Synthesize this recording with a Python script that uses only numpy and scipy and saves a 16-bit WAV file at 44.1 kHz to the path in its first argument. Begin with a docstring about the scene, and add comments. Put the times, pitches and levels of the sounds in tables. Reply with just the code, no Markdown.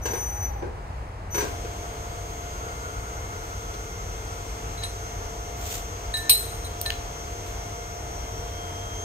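"""An electric tube bender in a workshop, over the rumble of ventilation. First its inverter-fed motor
creeps with a thin magnetic whistle, stops, then runs up to a lasting whine with gear hum and fan rush;
at each start and stop the gears knock in the frame. A glove lets go of a steel clamp block with a faint
tick; then the block clinks on steel, is slid off the tube with a hiss and is set down on the machine's
steel table, where it rings. Last, the tube snaps free and a glove slides along it as the motor runs."""
import sys
import numpy as np
from scipy import signal
from scipy.fft import rfft, irfft, next_fast_len
from scipy.io import wavfile

SR = 44100
rng = np.random.default_rng(int(sys.argv[2]) if len(sys.argv) > 2 else 0)


def transcribe(signal):
    """Save signal, clipped to [-1, 1], as a 16-bit WAV file at the path in sys.argv[1]."""
    frames = np.atleast_2d(signal).T
    limited = np.clip(frames, -1, 1)
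    pcm = np.round(limited * 32767).astype(np.int16)
    wavfile.write(sys.argv[1], SR, pcm)


N = 398663
T = np.arange(N) / SR
CARRIER_HZ, SUPPLY_HZ = 3001.2, 70.0  # the inverter's switching; its output at full speed

# noise of ventilation, fan and bearings, knocked frame, fed windings and sliding steel:
# (frequency [Hz], spectral density [dB])
VENTILATION_SPECTRUM = [(20, -73), (38, -55.5), (58, -51), (76, -59), (98, -53.5), (125, -66), (250, -76.5),
                        (450, -74), (850, -71), (1200, -76), (2200, -84), (3500, -94.5), (7500, -97.5),
                        (15000, -112)]
FAN_SPECTRUM = [(200, -81.5), (400, -73.5), (750, -88.5), (1150, -81.5), (1450, -86), (1800, -91),
                (2150, -81.5), (2500, -85.5), (3300, -85.5), (5100, -90), (6300, -85), (8000, -93.5),
                (10000, -100), (11600, -102), (12700, -96), (15000, -99.5)]
FRAME_SPECTRUM = [(150, -68), (250, -67), (350, -53.5), (450, -49), (620, -64.5), (800, -62), (1000, -56),
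                  (1300, -73.5), (1600, -60), (1900, -71.5), (2200, -66.5), (3500, -75), (7500, -75),
                  (14000, -99.5)]
SIZZLE_SPECTRUM = [(2000, -40), (4500, -57), (6500, -46), (8500, -60), (10500, -70), (12500, -50),
                   (15000, -63)]
FRICTION_SPECTRUM = [(1000, -81), (2000, -78), (3300, -73), (5000, -77.5), (7200, -69), (10000, -85.5),
                     (13500, -73.5), (15500, -82.6)]
# motor housing resonances: (frequency [Hz], half width [Hz], added peak [dB])
HOUSING_MODES = [(2590, 24, -2), (3420, 35, -2), (4195, 11.5, 3), (4500, 13, 2), (4856, 19, 8),
                 (6440, 27, -1), (7120, 25, 1), (7570, 64, 11.5), (8300, 28, 11)]
# gears take up their play: (time [s], level [dB], tilt [dB/octave])
GEAR_KNOCKS = [(.053, 0, 1), (0.096, -2.5, -8), (.131, 0.5, -1), (.62, 3.5, -6), (.666, -9.5, -9),
               (1.343, 1.5, 0.5), (1.377, 4.5, 0), (1.405, -4.5, 2.5), (1.427, 2, -4), (1.645, -7, -2)]
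# gearbox tones at full speed: (frequency [Hz], level [dB], roughness [0-1], left lag [rad])
GEAR_TONES = [(261.2, -63, 0.96, 1), (317.5, -58.5, 0.8, 0.5), (382, -60.5, .5, -2.5), (420, -55, 0.77, 0),
              (451.9, -50, 0.24, 0.43), (481.7, -54, 0.96, 0.05), (974.4, -60.5, 0.1, 2.5),
              (1297, -50, 0.95, 3), (1370, -59, 0.7, 3.5), (1440, -53, 0.84, 2.5)]
# the motor's own hum: (supply multiple, level [dB], left lag [rad])
MOTOR_HARMONICS = [(9, -54.5, 1.27), (10, -45.5, 1.5)]
# clusters of weak sidebands: (carrier multiple, level [dB])
BUZZ_BANDS = [(1, -75), (2, -61), (4, -59.5), (5, -67)]
# current fed to creep, brake and restart:
# (time [s], length [s], level of even carrier multiples [dB], level of odd ones [dB])
CURRENT_FEEDS = [(0.012, 0.063, -38.5, -41), (0.075, 0.356, -37.5, -44), (0.399, 0.058, -39, -62),
                 (1.302, 0.1, -36, -40.5)]
# whistle of a feed:
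# (carrier multiple, level [dB], left minus right [dB], roughness [0-1], flutter [1/s], left lag [rad])
WHISTLE_TONES = [(2, 6.5, 6.5, 0.42, 83, 1.63), (3, -1, 4, .9, 120, 0.84), (4, -1.5, -5, 0.6, 130, 1.85),
                 (5, -4, 3, 0.9, 130, 1.2)]
# magnetic tones at full speed: (carrier multiple, supply multiple, level [dB], left minus right [dB])
WHINE_TONES = [(1, -3, -61, 2), (1, -1, -66, 5), (1, 1, -68, 1), (1, 3, -57.5, 3), (1, 5, -66, 8),
               (2, -10, -61.5, 7), (2, -4, -60.5, 4), (2, -2, -55, 7), (2, 0, -64, 4), (2, 2, -55.5, 5),
               (2, 4, -52, 0), (2, 5, -61, 7), (2, 6, -63.5, 9), (2, 8, -47.5, 8), (2, 10, -64.5, 1),
               (2, 18, -67.5, 7), (3, -21, -64, 4), (3, -19, -69, -7), (3, -9, -62, -4), (3, -7, -63.5, 6),
               (3, -3, -69, -1), (4, -6, -71, -1), (4, 0, -66, -11), (4, 6, -69, -12), (4, 8, -70, -13),
               (5, -11, -73, -10)]
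# drift of strong whine tones near each named frequency as the worker moves: (time [s], level [dB])
DRIFT_3200 = [(1.5, 0), (2.2, -3), (2.7, -1.5), (4.9, -5), (6.5, -2), (8.1, -1.5), (8.5, 6.5), (8.82, 10.5),
              (9.03, 7.5)]
DRIFT_5800 = [(1.5, -1), (2.6, -6), (3.5, 2), (5, 2.5), (6.8, 2.5), (8.2, 5.5), (9.03, 2)]
DRIFT_6280 = [(1.5, -5), (2, -10), (2.5, -.5), (3.1, -5), (3.5, 1), (4.2, 1), (4.55, -3), (5, 2.5),
              (6.8, -7), (7.3, 0), (7.8, 1), (8.35, -8), (9, 8)]
DRIFT_6560 = [(1.5, -6), (2, -4), (2.9, -3.5), (3.8, -6), (5.5, -4), (6.8, -3.5), (7.7, -5), (8.2, -3),
              (8.55, -10), (8.8, -10), (9.03, 2)]
# the block, then a glove, slides on the tube: (time [s], length [s], level [dB])
SLIDE_STROKES = [(5.546, 0.21, 0.5), (7.43, 0.047, -11.5)]
# the tube snaps free: (time [s], level [dB], t60 [s])
TUBE_SNAPS = [(6.9035, -15, .013), (6.921, -33, .025)]
# dense, short-lived modes of the tube and of the steel table: (frequency [Hz], relative level [dB])
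TUBE_SPECTRUM = [(500, -33), (1600, -8), (2300, -4), (3200, 3), (4200, -3), (5500, -11), (10000, -27),
                 (14000, -17), (16000, -25)]
TABLE_SPECTRUM = [(300, -36), (900, -10), (1600, -16), (2600, 2), (3260, 5), (3700, 1), (4220, 9),
                  (4750, -1), (5350, 5), (6300, -3), (7300, -2), (8800, 3), (10400, -11), (12200, -5),
                  (14000, 1), (15000, -3), (16000, -17)]
# modes of the clamp block: (frequency [Hz], level [dB], t60 [s], left minus right [dB],
# left lag [rad], change when struck on an edge [dB])
BLOCK_MODES = [(1784, -26, 1.6, -2, .8, 0), (3870, -8.5, .25, 0, 1.7, -1), (4120, -4.5, .21, -1, 2.3, -7),
               (7752, -18, .36, 3, 2.1, 13), (8834, 0, .21, 4, 1.4, -14), (9195, -15, .17, 3, 1.9, 17),
               (11353, -14, .38, 1, 1.4, 6), (14078, -5, .23, -4, .6, -14)]
# a glove lets go of the block with a faint tick (first row); then the block clinks on steel:
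# (time [s], ring level [dB], hardness as tilt [dB/octave], free ringing [s],
# change of lowest bending mode [dB], crack level [dB], crack t60 [s], edge share [0-1])
BLOCK_IMPULSES = [(3.74, -60, -10, .01, -12, -38, .06, 0), (4.775, -35, -11, 0.062, -17, -54, .03, .4),
                  (4.822, -37.5, -16, 0.0095, 2, -44, .05, .4),
                  (4.829, -37, -10, 0.011, -6, -37, 0.048, .5),
                  (4.835, -26, -8.5, 0.017, -22, -32, 0.071, 1), (4.862, -43, -10, .015, -17, -46, .03, .7),
                  (6.139, -17.5, -13.5, 0.158, -6.5, -35, 0.043, 0.7),
                  (6.17, -33.5, -2, 0.054, -3, -33, 0.044, 0.07), (6.295, -12, 0, .5, -22, -11.5, .035, 0),
                  (6.3, -30, 0, .03, -10, -17, .04, 0), (6.305, -32, -4, .03, -10, -24, .15, 0),
                  (6.646, -34, -6.5, 0.025, -10, -55, .02, 0), (6.814, -55, 11, .01, 0, -17, 0.014, 0),
                  (6.856, -31, -13, .04, 4, -34, .03, 0),
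                  (6.861, -23, -10.5, 0.0069, -7, -23.5, 0.027, 0.16)]


def undb(db):
    """Amplitude ratio of a level in decibels."""
    return 10 ** (np.asarray(db) / 20)


def panned(db):
    """Constant-power gains for a left minus right level difference."""
    gains = undb(np.array([np.atleast_1d(db), -np.atleast_1d(db)]) / 2)
    return gains / np.sqrt(np.mean(gains ** 2, axis=0))


def path_phase(hz, lag_samples=20):
    """Path difference: sound from the right arrives late on the left, by this phase in radians."""
    return 2 * np.pi * hz * lag_samples / SR


def walk(rate):
    """Band-limited random fluctuation: about rate changes a second, spread near 1."""
    knots = rng.standard_normal(int(N / SR * rate) + 3)
    fine = signal.resample(knots, 8 * len(knots))
    return np.interp(T * rate * 8, np.arange(len(fine)), fine)


def envelope(start, attack, length, t60):
    """Linear rise, held until length has passed, then exponential decay."""
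    age = T - start
    return np.clip(age / attack, 0, 1) * undb(-60 * np.clip((age - length) / t60, 0, 3))


def add(out, start, sound):
    """Superposition: a sound joins the mix at its start time."""
    i = int(start * SR)
    out[:, i:i + sound.shape[1]] += sound[:, :N - i]


def noise(spectrum, direct, size=N, tilt_db=0, peaks=()):
    """Direct plus diffuse noise field; long waves are coherent between left and right."""
    n = next_fast_len(size, True)
    hz = np.maximum(np.arange(n // 2 + 1) * SR / n, 1)
    source, mid, side = rfft(rng.standard_normal((3, n)))
    coherence = .99 / (1 + (hz / 640) ** 4)
    direct = direct * (1 - coherence)
    near = source * np.array([np.exp(-1j * path_phase(hz)), np.ones(len(hz))])
    diffuse = mid * np.sqrt((1 + coherence) / 2) + side * np.sqrt((1 - coherence) / 2) * [[1], [-1]]
    field = np.sqrt(direct) * near + np.sqrt(1 - direct) * diffuse
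    knot_hz, knot_db = np.transpose(spectrum)
    gain = undb(np.interp(np.log(hz), np.log(knot_hz), knot_db))
    gain *= undb(tilt_db * np.log2(np.maximum(hz, 200) / 450))
    gain *= hz ** 2 / (hz ** 2 + 150)  # rolls off below about 12 Hz
    gain *= 1 + sum(undb(db) / (1 + ((hz - centre) / width) ** 2) for centre, width, db in peaks)
    return irfft(field * gain, n)[:, :size] * np.sqrt(SR / 2)


def tone(turns, rough, rate, lag, drift_db=0):
    """Random modulation: a steady sinusoid plus a rough share of narrow-band noise, rms near 1."""
    angle = 2 * np.pi * (turns % 1 + rng.random())
    amplitude = np.sqrt(2 * (1 - rough ** 2)) + rough * (walk(rate) + 1j * walk(rate))
    phasor = amplitude * np.exp(1j * angle)
    pair = np.array([(phasor * np.exp(-1j * lag)).real, phasor.real])
    return pair * undb(drift_db * np.array([walk(1.775), walk(2.03)])) if drift_db else pair


def room(dry, wet_db, low_t60=.39, treble_t60=.43):
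    """Reverberation: the workshop's reflections add a diffuse, exponentially decaying tail."""
    t = T[:SR]
    hiss = rng.standard_normal((2, SR))
    low = signal.sosfilt(signal.butter(2, 2500, fs=SR, output="sos"), hiss)
    tail = (low * undb(-60 * t / low_t60) + (hiss - low) * undb(-60 * t / treble_t60)) * (t > .005)
    tail /= np.sqrt(np.sum(tail ** 2, axis=1, keepdims=True))
    return dry + undb(wet_db) * signal.fftconvolve(dry, tail, axes=1)[:, :N]


def ventilation():
    """Broadband flow noise, strongest in the bass, rumbles and swells slightly."""
    swell = undb(.7 * walk(5))
    return noise(VENTILATION_SPECTRUM, direct=.43) * swell * panned(1)


def fan(speed):
    """Resonance: the rush of fan and bearings excites narrow modes of the motor housing."""
    rush = noise(FAN_SPECTRUM, direct=.082, peaks=HOUSING_MODES)
    return rush * undb(.5 * walk(2.79)) * panned(2.1) * speed


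def gear_knocks(rise_s=.0047, t60=.16):
    """Backlash: gear teeth meet and rattle the heavy frame in short, dull bursts."""
    out, t = np.zeros((2, N)), T[:SR // 2]
    burst = np.minimum(t / rise_s, 1) * undb(-60 * t / t60)
    for start, db, tilt_db in GEAR_KNOCKS:
        rattle = noise(FRAME_SPECTRUM, direct=.42, size=len(t), tilt_db=tilt_db)
        add(out, start, rattle * undb(db) * burst)
    return room(out * panned(2.9), wet_db=-1.5)


def loosening(length):
    """Envelope of the hum's change of timbre as the clamp is loosened."""
    return envelope(2.32, attack=.57, length=length, t60=8.6)


def gear_hum(speed, run_s, rasp_hz=2116, shaft_hz=32.2):
    """Modulation: mesh tones flutter with the load, and a rasp once a shaft turn makes sidebands."""
    upper_lift_db = 7.5 * loosening(length=.43)
    out = 0
    for hz, db, rough, lag in GEAR_TONES:
        gain = undb(db + .5 + (upper_lift_db if hz > 1100 else 0))
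        out += gain * tone(hz * run_s, rough, rate=hz / 32, lag=lag)
    for k in range(-2, 3):
        rasp = tone((rasp_hz + k * shaft_hz) * run_s, rough=.69, rate=9, lag=1.5)
        out += undb(-59.5 - 3.5 * abs(k)) * rasp
    return out * speed * panned(1.5)


def motor_hum(speed, run_s, growth_db_per_s=.1):
    """Forced vibration at supply harmonics grows slowly and sinks for a while as the clamp loosens."""
    hum = sum(undb(db) * tone(round(k) * SUPPLY_HZ * run_s, rough=.18, rate=13, lag=lag)
              for k, db, lag in MOTOR_HARMONICS)
    level_db = 1.5 + growth_db_per_s * run_s - 4 * loosening(length=2)
    return hum * speed * undb(level_db) * panned(-.67)


def inverter_buzz(speed, run_s, sidebands=21, size=1024):
    """Periodic modulation: a pattern repeats each supply cycle, so weak sidebands flank the carriers."""
    out, orders = np.zeros((2, N)), np.arange(-sidebands, sidebands + 1)
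    place = (SUPPLY_HZ * run_s % 1 * size).astype(int)
    harmonics = np.exp(2j * np.pi * np.outer(orders, np.arange(size)) / size)
    for multiple, db in BUZZ_BANDS:
        # odd carrier multiples carry mostly odd sidebands, even ones even
        parity = np.where((orders + round(multiple)) % 2, .35, 1)
        weight = parity * (rng.standard_normal((2, len(orders), 2)) @ [1, 1j])
        cycle = (weight / (1 + (orders / 11) ** 2)) @ harmonics  # the outer ones are weaker
        carrier = np.exp(2j * np.pi * round(multiple) * CARRIER_HZ * T)
        out += undb(db) * (cycle[:, place] / cycle.real.std() * carrier).real
    return out * speed ** 2


def creep_whistle(attack_s=.05, t60=.11, odd_delay_s=.02, sag_db_per_s=26):
    """Beating: at a crawl, sidebands crowd the carrier multiples; the current sags after each surge."""
    even, odd, whistle = 0, 0, 0
    for start, length, even_db, odd_db in CURRENT_FEEDS:
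        sag_db = -sag_db_per_s * np.clip(T - start, 0, length)
        even += envelope(start, attack_s, length, t60) * undb(even_db + sag_db)
        odd += envelope(start + odd_delay_s, attack_s, length - odd_delay_s, t60) * undb(odd_db + sag_db)
    for multiple, db, pan_db, rough, rate, lag in WHISTLE_TONES:
        feed = odd if round(multiple) % 2 else even
        partial = tone(round(multiple) * CARRIER_HZ * T, rough, rate, lag)
        whistle += feed * undb(db) * panned(pan_db) * partial
    sizzle = noise(SIZZLE_SPECTRUM, direct=.18) * even
    return room(whistle + sizzle, wet_db=-8.5)


def creep_whirr(hz=812):
    """Narrow-band noise: the gears whirr softly while the shaft crawls."""
    crawl = envelope(.055, attack=.073, length=.61, t60=.99)
    return undb(-44.5) * crawl * tone(hz * T, rough=1, rate=51, lag=1.94)


def motor_whine(speed, run_s, throb_hz=5.2):
    """Magnetic forces shake the stator at carrier multiples plus and minus multiples of the supply."""
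    throb_db = 2 * np.sin(2 * np.pi * throb_hz * run_s)  # rotor slip modulates the inner sidebands
    # standing waves shift as the worker moves
    low, under, middle, top = (np.interp(T, *np.transpose(curve))
                               for curve in (DRIFT_3200, DRIFT_5800, DRIFT_6280, DRIFT_6560))
    drift_db = {(1, 3): low, (2, -4): under, (2, -2): under + throb_db,
                (2, 2): top + throb_db, (2, 4): middle, (2, 8): top}
    out = np.zeros((2, N))
    for carrier, supply, db, pan_db in WHINE_TONES:
        carrier, supply = round(carrier), round(supply)
        turns = carrier * CARRIER_HZ * T + supply * SUPPLY_HZ * run_s
        lag = path_phase(carrier * CARRIER_HZ + supply * SUPPLY_HZ) if carrier > 1 else 2.0
        rough = .2 if (carrier, supply) in drift_db else .33  # the weak tones waver most
        sideband = tone(turns, rough, rate=11, lag=lag, drift_db=.49)
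        out += sideband * undb(db + drift_db.get((carrier, supply), 0)) * panned(pan_db)
    return out * speed ** 2


def sliding():
    """Friction: rubbing on the tube makes a grainy hiss that grows as each stroke gathers speed."""
    strokes = sum(undb(db) * envelope(start, length, length, t60=.29)
                  for start, length, db in SLIDE_STROKES)
    return noise(FRICTION_SPECTRUM, direct=.13) * strokes * undb(1.8 * walk(160))


def tube_snaps():
    """Impulsive excitation: the tube snaps out of the forming die with quickly damped clacks."""
    out, t = np.zeros((2, N)), T[:SR // 8]
    for start, db, t60 in TUBE_SNAPS:
        clack = noise(TUBE_SPECTRUM, direct=.49, size=len(t))
        add(out, start, clack / clack.std() * undb(db - 60 * t / t60))
    return room(out, wet_db=-9)


def block_ring(t, tilt_db, free_s, bend_db, edge, twin_db=-19, twin_split=.005):
    """Modal vibration: each mode of the block beats with a faint, slightly higher, longer-lived twin."""
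    ring, knots = 0, np.linspace(0, t[-1], 90)
    detune = .006 * np.exp(-free_s / .06)  # a firm grip pulls the modes off pitch
    for k, (hz, db, t60, pan_db, lag, edge_db) in enumerate(BLOCK_MODES):
        db += edge_db * edge + tilt_db * np.log2(hz / 4000)  # hard contacts are brighter
        db += bend_db * (k == 0)  # lying flat, the block can hardly bend
        chatter_db = 1.7 * np.interp(t, knots, rng.standard_normal(len(knots)))
        beat = np.exp(2j * np.pi * (twin_split * hz * t + rng.random()))
        twin = undb(twin_db - 60 * t / (3.2 * t60)) * beat
        phasor = np.exp(2j * np.pi * hz * (1 + detune * rng.standard_normal()) * t)
        mode = undb(db + chatter_db) * (undb(-60 * t / t60) + twin) * phasor
        ring += panned(pan_db) * np.array([mode * np.exp(-1j * lag), mode]).imag
    return np.sqrt(2) * ring


def clamp_block(onset_s=.00093, damping_s=.022):
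    """Impulse response: the block ticks as a glove lets go, then cracks and rings on steel till damped."""
    out, t = np.zeros((2, N)), T[:SR * 3 // 4]
    for start, ring_db, tilt_db, free_s, bend_db, crack_db, crack_t60, edge in BLOCK_IMPULSES:
        onset = np.minimum(t / onset_s, 1)
        damping = np.exp(-np.maximum(t - free_s, 0) / damping_s)  # by the glove or the table
        ring = block_ring(t, tilt_db, free_s, bend_db, edge) * undb(ring_db) * onset * damping
        crack = noise(TABLE_SPECTRUM, direct=.11, size=len(t), tilt_db=.72 * tilt_db)
        crack *= undb(crack_db - 60 * t / crack_t60) / crack.std()
        add(out, start, ring + crack)
    return room(out, wet_db=-8.5)


def scene(run_up_at_s=1.33, run_up_s=.12):
    """Superposition of machine, workshop and handling; the motor runs up evenly to full speed."""
    speed = np.clip((T - run_up_at_s) / run_up_s, 0, 1)
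    run_s = np.cumsum(speed) / SR  # the shaft's travel, in seconds at full speed
    drive = creep_whistle() + creep_whirr() + motor_whine(speed, run_s) + inverter_buzz(speed, run_s)
    hum = gear_hum(speed, run_s) + motor_hum(speed, run_s)
    air = ventilation() + fan(speed)
    return drive + hum + air + gear_knocks() + clamp_block() + tube_snaps() + sliding()


def record(dry, top_hz=15550):
    """Clipping at full scale, then a steep low-pass filter."""
    return signal.sosfilt(signal.ellip(10, .2, 80, top_hz, fs=SR, output="sos"), np.clip(dry, -1, 1))


dry = scene()
out = record(dry)
transcribe(out)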